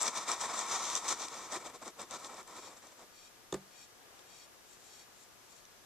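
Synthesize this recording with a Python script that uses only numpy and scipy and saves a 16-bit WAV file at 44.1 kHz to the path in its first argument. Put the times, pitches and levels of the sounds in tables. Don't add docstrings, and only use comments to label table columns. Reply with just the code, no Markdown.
import sys
import numpy as np
from scipy import signal
from scipy.fft import rfft, irfft
from scipy.io import wavfile
from scipy.ndimage import uniform_filter1d

SR = 44100
rng = np.random.default_rng(int(sys.argv[2]) if len(sys.argv) > 2 else 0)


def waveform_to_disk(signal):
    frames = np.transpose(np.atleast_2d(signal))
    scaled = np.clip(frames, -1, 1) * 32767
    samples = np.round(scaled).astype(np.int16)
    wavfile.write(sys.argv[1], SR, samples)


N = 257984
T = np.arange(N) / SR
HZ = np.fft.rfftfreq(N, 1 / SR)

# f/Hz, relative level/dB
HUSH_SPECTRUM = [(12, -45), (20, -4.5), (129, -8.5), (160, -9), (350, -6.5), (1100, -6.5), (2400, -11),
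                 (4500, -12), (6000, -10), (7900, -14), (8700, -15.5), (13500, -17.5)]
MAINS_HUM = [(118.4, -85), (360.7, -81), (479.1, -84.5), (721.4, -77.5), (1200, -79), (1443, -82.5),
             (1680, -80)]
# t/s, level/dB
RUSTLE_LEVEL = [(3.62, -65), (3.88, -78), (4.02, -65), (4.2, -63), (4.5, -71), (4.95, -68), (5.3, -76),
                (5.85, -78)]
ROOM_LIKENESS = [(60, -0.5), (180, 0.18), (540, 0.38), (1630, 0.087), (4900, 0.25), (14000, 0)]  # f/Hz, left-right correlation
ROOM_BALANCE = [(60, 2), (200, 6.5), (1000, 3.5), (3400, 3), (5500, -0.5), (7200, 4.5), (9000, 1),
                (14000, 0)]

# t/s, hold/s, level/dB, share of the power that rings the jar
CLAW_STROKES = [(2.6, 0.084, -57, 0.7), (3.19, 0.083, -60, 0.75), (3.78, 0.064, -57.5, 0.8),
                (4.195, 0.015, -67, 0.6), (4.33, 0.11, -59, 0.8), (4.72, 0.025, -63.5, 0),
                (4.85, .03, -63, 0), (4.92, .105, -59, 0.63), (5.205, .03, -63, 0.1),
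                (5.52, .075, -64.5, .3)]
# f/Hz, width/Hz, relative level/dB
CLAW_RING = [(2430, 180, -5.5), (3280, 84, -2), (3810, 100, -3.5), (4510, 160, -0.5), (5530, 250, -1),
             (6300, 120, -10), (7110, 200, -2), (8330, 70, -10)]
CLAW_RASP = [(3680, 1800, -10.5), (7200, 1140, -4)]

# t/s, thud/dB, click/dB
BLOWS = [(3.5246, -44, -29), (3.526, -22.5, -34), (3.539, -50, -40), (3.542, -51, -33.5),
         (3.5424, -22, -33), (3.554, -51, -57), (3.566, -53, -57), (3.576, -54, -53)]
# f/Hz, relative level/dB, t60/s
KNOCK_MODES = [(50, -13, 0.13), (145.4, -16, 0.27), (193.7, -18.5, 0.28), (278, -8.5, 0.022),
               (391, -2.5, 0.061), (700, -14, 0.013), (784, -9.5, 0.013), (1010, -5, 0.009),
               (1220, -12.5, 0.034), (1780, -20, 0.035), (3570, -7, 0.012), (4430, -24, 0.025),
               (5180, -24, 0.032), (6420, -6, 0.0073), (7030, -12, 0.011)]

# f/Hz, width/Hz, relative level/dB
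TABLE_MODES = [(118, 175, -13.5), (220, 93, -3.5), (357, 63, 1), (420, 88, 2), (610, 320, -1)]
BODY_MODES = [(739, 234, -8.5), (980, 110, -0.5), (1092, 81, 0.5), (1304, 124, -3), (1858, 146, -9.5),
              (2310, 128, -9)]
WALL_MODES = [(2670, 1000, -13), (3206, 79, -4), (3590, 230, -1.5), (4290, 360, -1.5), (4460, 420, -3),
              (5175, 260, -3)]
GLASS_MODES = [(5550, 230, 0), (5880, 430, 3.5), (6400, 590, 0.5), (7100, 790, -5)]
TOP_MODES = [(7270, 910, 1.5), (7460, 280, 9), (7990, 370, 8), (8150, 1500, -8)]
FIZZ_BANDS = [(8480, 1000, 5.5), (11070, 7400, -10)]
# t/s, hold/s, rubbing level/dB, glass ring over rubbing/dB, top ring over rubbing/dB
SHOVES = [(0.008, 0.044, -42, -2.5, -2), (0.061, 0.021, -38.5, -1, -7.5), (0.161, 0.022, -41, -0.5, -6),
          (0.209, 0.027, -47.5, -3.5, -9), (0.283, 0.053, -38.5, -4, -5.9),
          (0.411, 0.0067, -40.5, -1.5, -4.1), (0.435, 0.021, -41.5, -4.8, -5.5),
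          (0.494, 0.018, -42.0, -9, -11.4), (0.537, 0.047, -43.5, -6, -6.5), (0.589, 0.029, -43, -0.5, -7),
          (0.686, 0.027, -45.5, -1.6, -7), (0.718, 0.041, -39.5, -1, -8.5), (0.767, 0.04, -46.5, 1.3, -10),
          (0.825, 0.11, -46.5, 3.5, -6.5), (0.955, 0.02, -43, 4, -2), (1.045, 0.034, -46, -3, -6.6),
          (1.088, 0.037, -39.5, 2, -4.2), (1.202, 0.048, -44, -2, -10), (1.319, 0.069, -49.5, -5.5, -12),
          (1.379, 0.083, -54, -0.5, -9), (1.521, 0.047, -43.5, -4, -6), (1.603, 0.022, -52.5, -8, -7),
          (1.653, 0.019, -47, -5.5, -7.7), (1.698, 0.0026, -52.5, -9.5, -9),
          (1.743, 0.017, -53.5, -6.5, -6.5), (1.825, 0.0054, -50.5, -7, -6.5),
          (1.857, 0.028, -50.5, -5.5, -7), (1.997, 0.032, -47, -8, -9.5), (2.115, 0.047, -47.5, -4.5, -10),
          (2.189, 0.061, -54, -8, -8), (2.246, 0.022, -51, -2.5, -4.6), (2.295, 0.054, -52.5, -11.5, -9),
          (2.369, 0.039, -51.5, -8, -8.7), (2.477, 0.058, -56, -7.5, -8), (2.554, 0.037, -53, -5.5, -8),
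          (2.628, 0.047, -54.5, -9, -9), (2.691, 0.043, -60.5, -6, -6), (2.77, 0.0063, -58.5, -7, -3.5),
          (2.826, 0.058, -62.5, -3.5, -5.5), (2.922, 0.003, -62, -5, -7), (2.982, 0.049, -61, -7.5, -8)]
# t/s, rubbing level/dB
CREEP_LEVEL = [(0, -48), (0.25, -51.5), (0.6, -45), (1.1, -49), (1.5, -55), (1.75, -85), (2.1, -64),
               (2.4, -71), (3.1, -90)]
# t/s, level over rubbing/dB
TABLE_BOOM = [(0, -8.5), (.5, -9.5), (1.0, -8), (1.5, -5), (1.8, 0.5), (2.2, -5), (2.6, -1.5), (3.1, 2)]
# t/s, drive to wall/dB, to glass/dB, to top ring/dB
GLASS_TICKS = [(0.0137, -54, -41, -33), (0.0196, -44, -45, -29), (0.0295, -38, -33, -25),
               (0.0667, -51, -37, -34), (0.0789, -32, -26, -26), (0.0818, -36, -41, -32),
               (0.1737, -40, -43, -40), (0.2907, -43, -42, -34), (0.3159, -41, -29, -28),
               (0.3236, -49, -40, -33), (0.4126, -55, -34, -39), (0.5911, -45, -35, -39),
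               (0.9528, -36, -22, -25), (0.9632, -36, -29, -34), (1.0867, -42, -33, -38),
               (1.2193, -40, -38, -41), (1.2835, -39, -42, -39), (1.8569, -58, -53, -53),
               (1.9956, -50, -52, -46), (2.0163, -61, -47, -44), (2.1091, -47, -44, -41),
               (2.2459, -50, -44, -50), (2.3423, -56, -47, -52), (2.4289, -64, -51, -50),
               (2.4754, -58, -54, -52), (2.7721, -64, -55, -62), (2.8697, -67, -54, -59),
               (4.1921, -53, -55, -55), (5.6527, -59, -50, -71)]
JAR_LIKENESS = [(60, 0.3), (130, 0.79), (290, 0.96), (1390, 0.95), (3060, 0.87), (6000, 0.55), (8000, 0.43),
                (14000, .2)]
JAR_BALANCE = [(200, 0), (2350, 0), (4340, 2), (5900, -1.5), (6800, 11), (7600, 11.5), (9000, 10.5),
               (12000, 7.5)]
JAR_LEAD = [(1000, 0.0), (4050, -0.35), (7240, -1.05), (8100, -2), (10600, -1.8)]  # f/Hz, phase lead of the left/rad


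def gain_of(db):
    return 10 ** (np.asarray(db) / 20)


def spectral_curve(points):
    hz, value = np.transpose(points)
    return np.interp(np.log(HZ + 1), np.log(hz + 1), value)


def ring(modes, order=1):
    response = sum((-1) ** k * gain_of(db) * (1j * HZ * width / (hz**2 - HZ**2 + 1j * HZ * width)) ** order
                   for k, (hz, width, db) in enumerate(modes))
    return response / np.sqrt(np.mean(abs(response) ** 2))


def mic_pair(spectra, likeness, balance, lead_rad=0):
    shared = spectral_curve(likeness)
    tilt = gain_of(spectral_curve(balance) / 2)
    right = shared * spectra[0] * np.exp(-1j * lead_rad) + np.sqrt(1 - shared ** 2) * spectra[1]
    return irfft([spectra[0] * tilt, right / tilt], N)


def slips(per_s, spread_db, decay_s, steady):
    sizes = gain_of(spread_db * np.minimum(rng.exponential(1, N), 4)) * (rng.random(N) < per_s / SR)
    catches = signal.lfilter([1], [1, -np.exp(-1 / (decay_s * SR))], sizes)
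    envelope = steady + catches / np.sqrt(np.mean(catches ** 2))
    return envelope / np.sqrt(np.mean(envelope ** 2))


def bursts(times, db, decay_s):
    hits = np.zeros(N)
    np.add.at(hits, np.round(times * SR).astype(int), gain_of(db))
    return signal.lfilter([1], [1, -np.exp(-1 / (decay_s * SR))], hits)


def pushes(grips, holds, db, rise_db_per_s, fall_db_per_s, bend_s, rest_db=-120):
    power = np.ones(N) * gain_of(rest_db) ** 2
    for at, hold, level_db in zip(grips, holds, db):
        near = slice(max(round((at - 0.3) * SR), 0), round((at + hold + 0.3) * SR))
        early, late = np.maximum(at - T[near], 0), np.maximum(T[near] - at - hold, 0)
        lost_db = rise_db_per_s * early * (1 + early / bend_s) + fall_db_per_s * late * (1 + late / bend_s)
        power[near] += gain_of(level_db - lost_db) ** 2
    return 10 * np.log10(power)


def room_tone(hush_db=-59, left_delay_s=6e-5):
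    colour = gain_of(spectral_curve(HUSH_SPECTRUM))
    colour *= gain_of(hush_db) / np.sqrt(np.mean(colour ** 2))
    swell = gain_of(np.interp(T, *np.transpose(RUSTLE_LEVEL), left=-99))
    rustle = rfft(rng.standard_normal((2, N)) * swell) * ring([(400, 144, -8.5), (1210, 1660, -15.5)])
    wavers = uniform_filter1d(rng.standard_normal((len(MAINS_HUM), N)), SR // 4) * 60
    hum = sum(gain_of(db + 1.5 + waver_db) * np.sin(2 * np.pi * (hz * T + rng.random()))
              for (hz, db), waver_db in zip(MAINS_HUM, wavers))
    hush = rfft(rng.standard_normal((2, N))) * colour
    return mic_pair(hush + rustle, ROOM_LIKENESS, ROOM_BALANCE, -2 * np.pi * HZ * left_delay_s) + hum


def beetle_claws():
    grips, holds, db, share = np.transpose(CLAW_STROKES)
    share = np.clip(share, 0.01, 0.99)
    edges = dict(rise_db_per_s=98, fall_db_per_s=500, bend_s=0.14)
    ringing = gain_of(pushes(grips, holds, db + 10 * np.log10(share), **edges))
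    rasping = gain_of(pushes(grips, holds, db + 10 * np.log10(1 - share), **edges))
    scrape = rng.standard_normal((2, N)) * slips(per_s=1100, spread_db=8, decay_s=0.0015, steady=4.3)
    spectra = rfft(scrape * ringing) * ring(CLAW_RING, order=2) + rfft(scrape * rasping) * ring(CLAW_RASP)
    return mic_pair(spectra, likeness=[(2000, 0.82), (8000, 0.15)],
                    balance=[(3000, 1.1), (6000, 1.2), (7500, 13.8)])


def jar_knocks():
    t, tones = T[:SR // 3], np.zeros(N)
    for at, thud_db, click_db in BLOWS:
        for k, (hz, db, t60) in enumerate(KNOCK_MODES):
            drive_db = thud_db - 3 if hz < 2500 else click_db + 0.5
            attack = 1 - np.exp(-t * hz / 0.063)
            decay = gain_of(drive_db + db - 60 * t / t60)
            tones[round(at * SR):][:len(t)] += (-1) ** k * attack * decay * np.sin(2 * np.pi * hz * t)
    at, thud_db, click_db = np.transpose(BLOWS)
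    shake = rng.standard_normal((2, N))
    rumble = rfft(shake * bursts(at, thud_db - 20.5, 0.017)) * ring(TABLE_MODES)
    rattle = rfft(shake * bursts(at, click_db - 21, 0.0046)) * ring(WALL_MODES + GLASS_MODES + TOP_MODES)
    crack_colour = ring([(1960, 2200, -9), (6900, 2700, -7)])
    crack = rfft(shake[::-1] * bursts(at, click_db - 7, 0.00061)) * crack_colour
    bass_cut = (1j * HZ / (150 + 1j * HZ)) ** 2
    return mic_pair(rfft(tones) * bass_cut + rumble + rattle + crack, JAR_LIKENESS, JAR_BALANCE)


def jar_drag_and_ticks(wall_follows_glass=0.63):
    grips, holds, db, glass_over_db, top_over_db = np.transpose(SHOVES)
    edges = dict(rise_db_per_s=734, fall_db_per_s=648, bend_s=0.6)
    creep_db = np.interp(T, *np.transpose(CREEP_LEVEL), right=-99)
    rub_db = pushes(grips, holds, db, **edges, rest_db=creep_db)
    glass_db = pushes(grips, holds, db + glass_over_db, **edges, rest_db=creep_db - 5)
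    top_db = pushes(grips, holds, db + top_over_db, **edges, rest_db=creep_db - 7)
    table_db = rub_db + np.interp(T, *np.transpose(TABLE_BOOM))
    wall_db = rub_db + wall_follows_glass * (glass_db - rub_db) - 2.5
    fizz_db = (top_db + glass_db) / 2 - 9
    coarse = slips(per_s=150, spread_db=2.5, decay_s=0.013, steady=3)
    fine = slips(per_s=170, spread_db=6.5, decay_s=0.00089, steady=5.8)
    at, wall_tick_db, glass_tick_db, top_tick_db = np.transpose(GLASS_TICKS)
    parts = [
        (ring(TABLE_MODES), coarse * gain_of(table_db), 0),
        (ring(BODY_MODES), coarse * gain_of(rub_db), 0),
        (ring(WALL_MODES), fine * gain_of(wall_db), bursts(at, wall_tick_db + 10, 0.0004)),
        (ring(GLASS_MODES, order=2), fine * gain_of(glass_db), bursts(at, glass_tick_db + 7, 0.00051)),
        (ring(TOP_MODES, order=2), fine * gain_of(top_db), bursts(at, top_tick_db + 4.5, 0.00073)),
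        (ring(FIZZ_BANDS), fine * gain_of(fizz_db), bursts(at, top_tick_db - 9, 0.00061))]
    tick_noise = rng.choice([-1., 1.], (2, N))
    spectra = sum(rfft(rng.standard_normal((2, N)) * rub + tick_noise * tick) * response
                  for response, rub, tick in parts)
    return mic_pair(spectra, JAR_LIKENESS, JAR_BALANCE, spectral_curve(JAR_LEAD))


def scene():
    return jar_drag_and_ticks() + jar_knocks() + beetle_claws() + room_tone()


def record(dry):
    low_pass = signal.firwin(511, 14350, window=("kaiser", 9), fs=SR)
    return signal.oaconvolve(dry, low_pass[None], "same")


dry = scene()
out = record(dry)
waveform_to_disk(out)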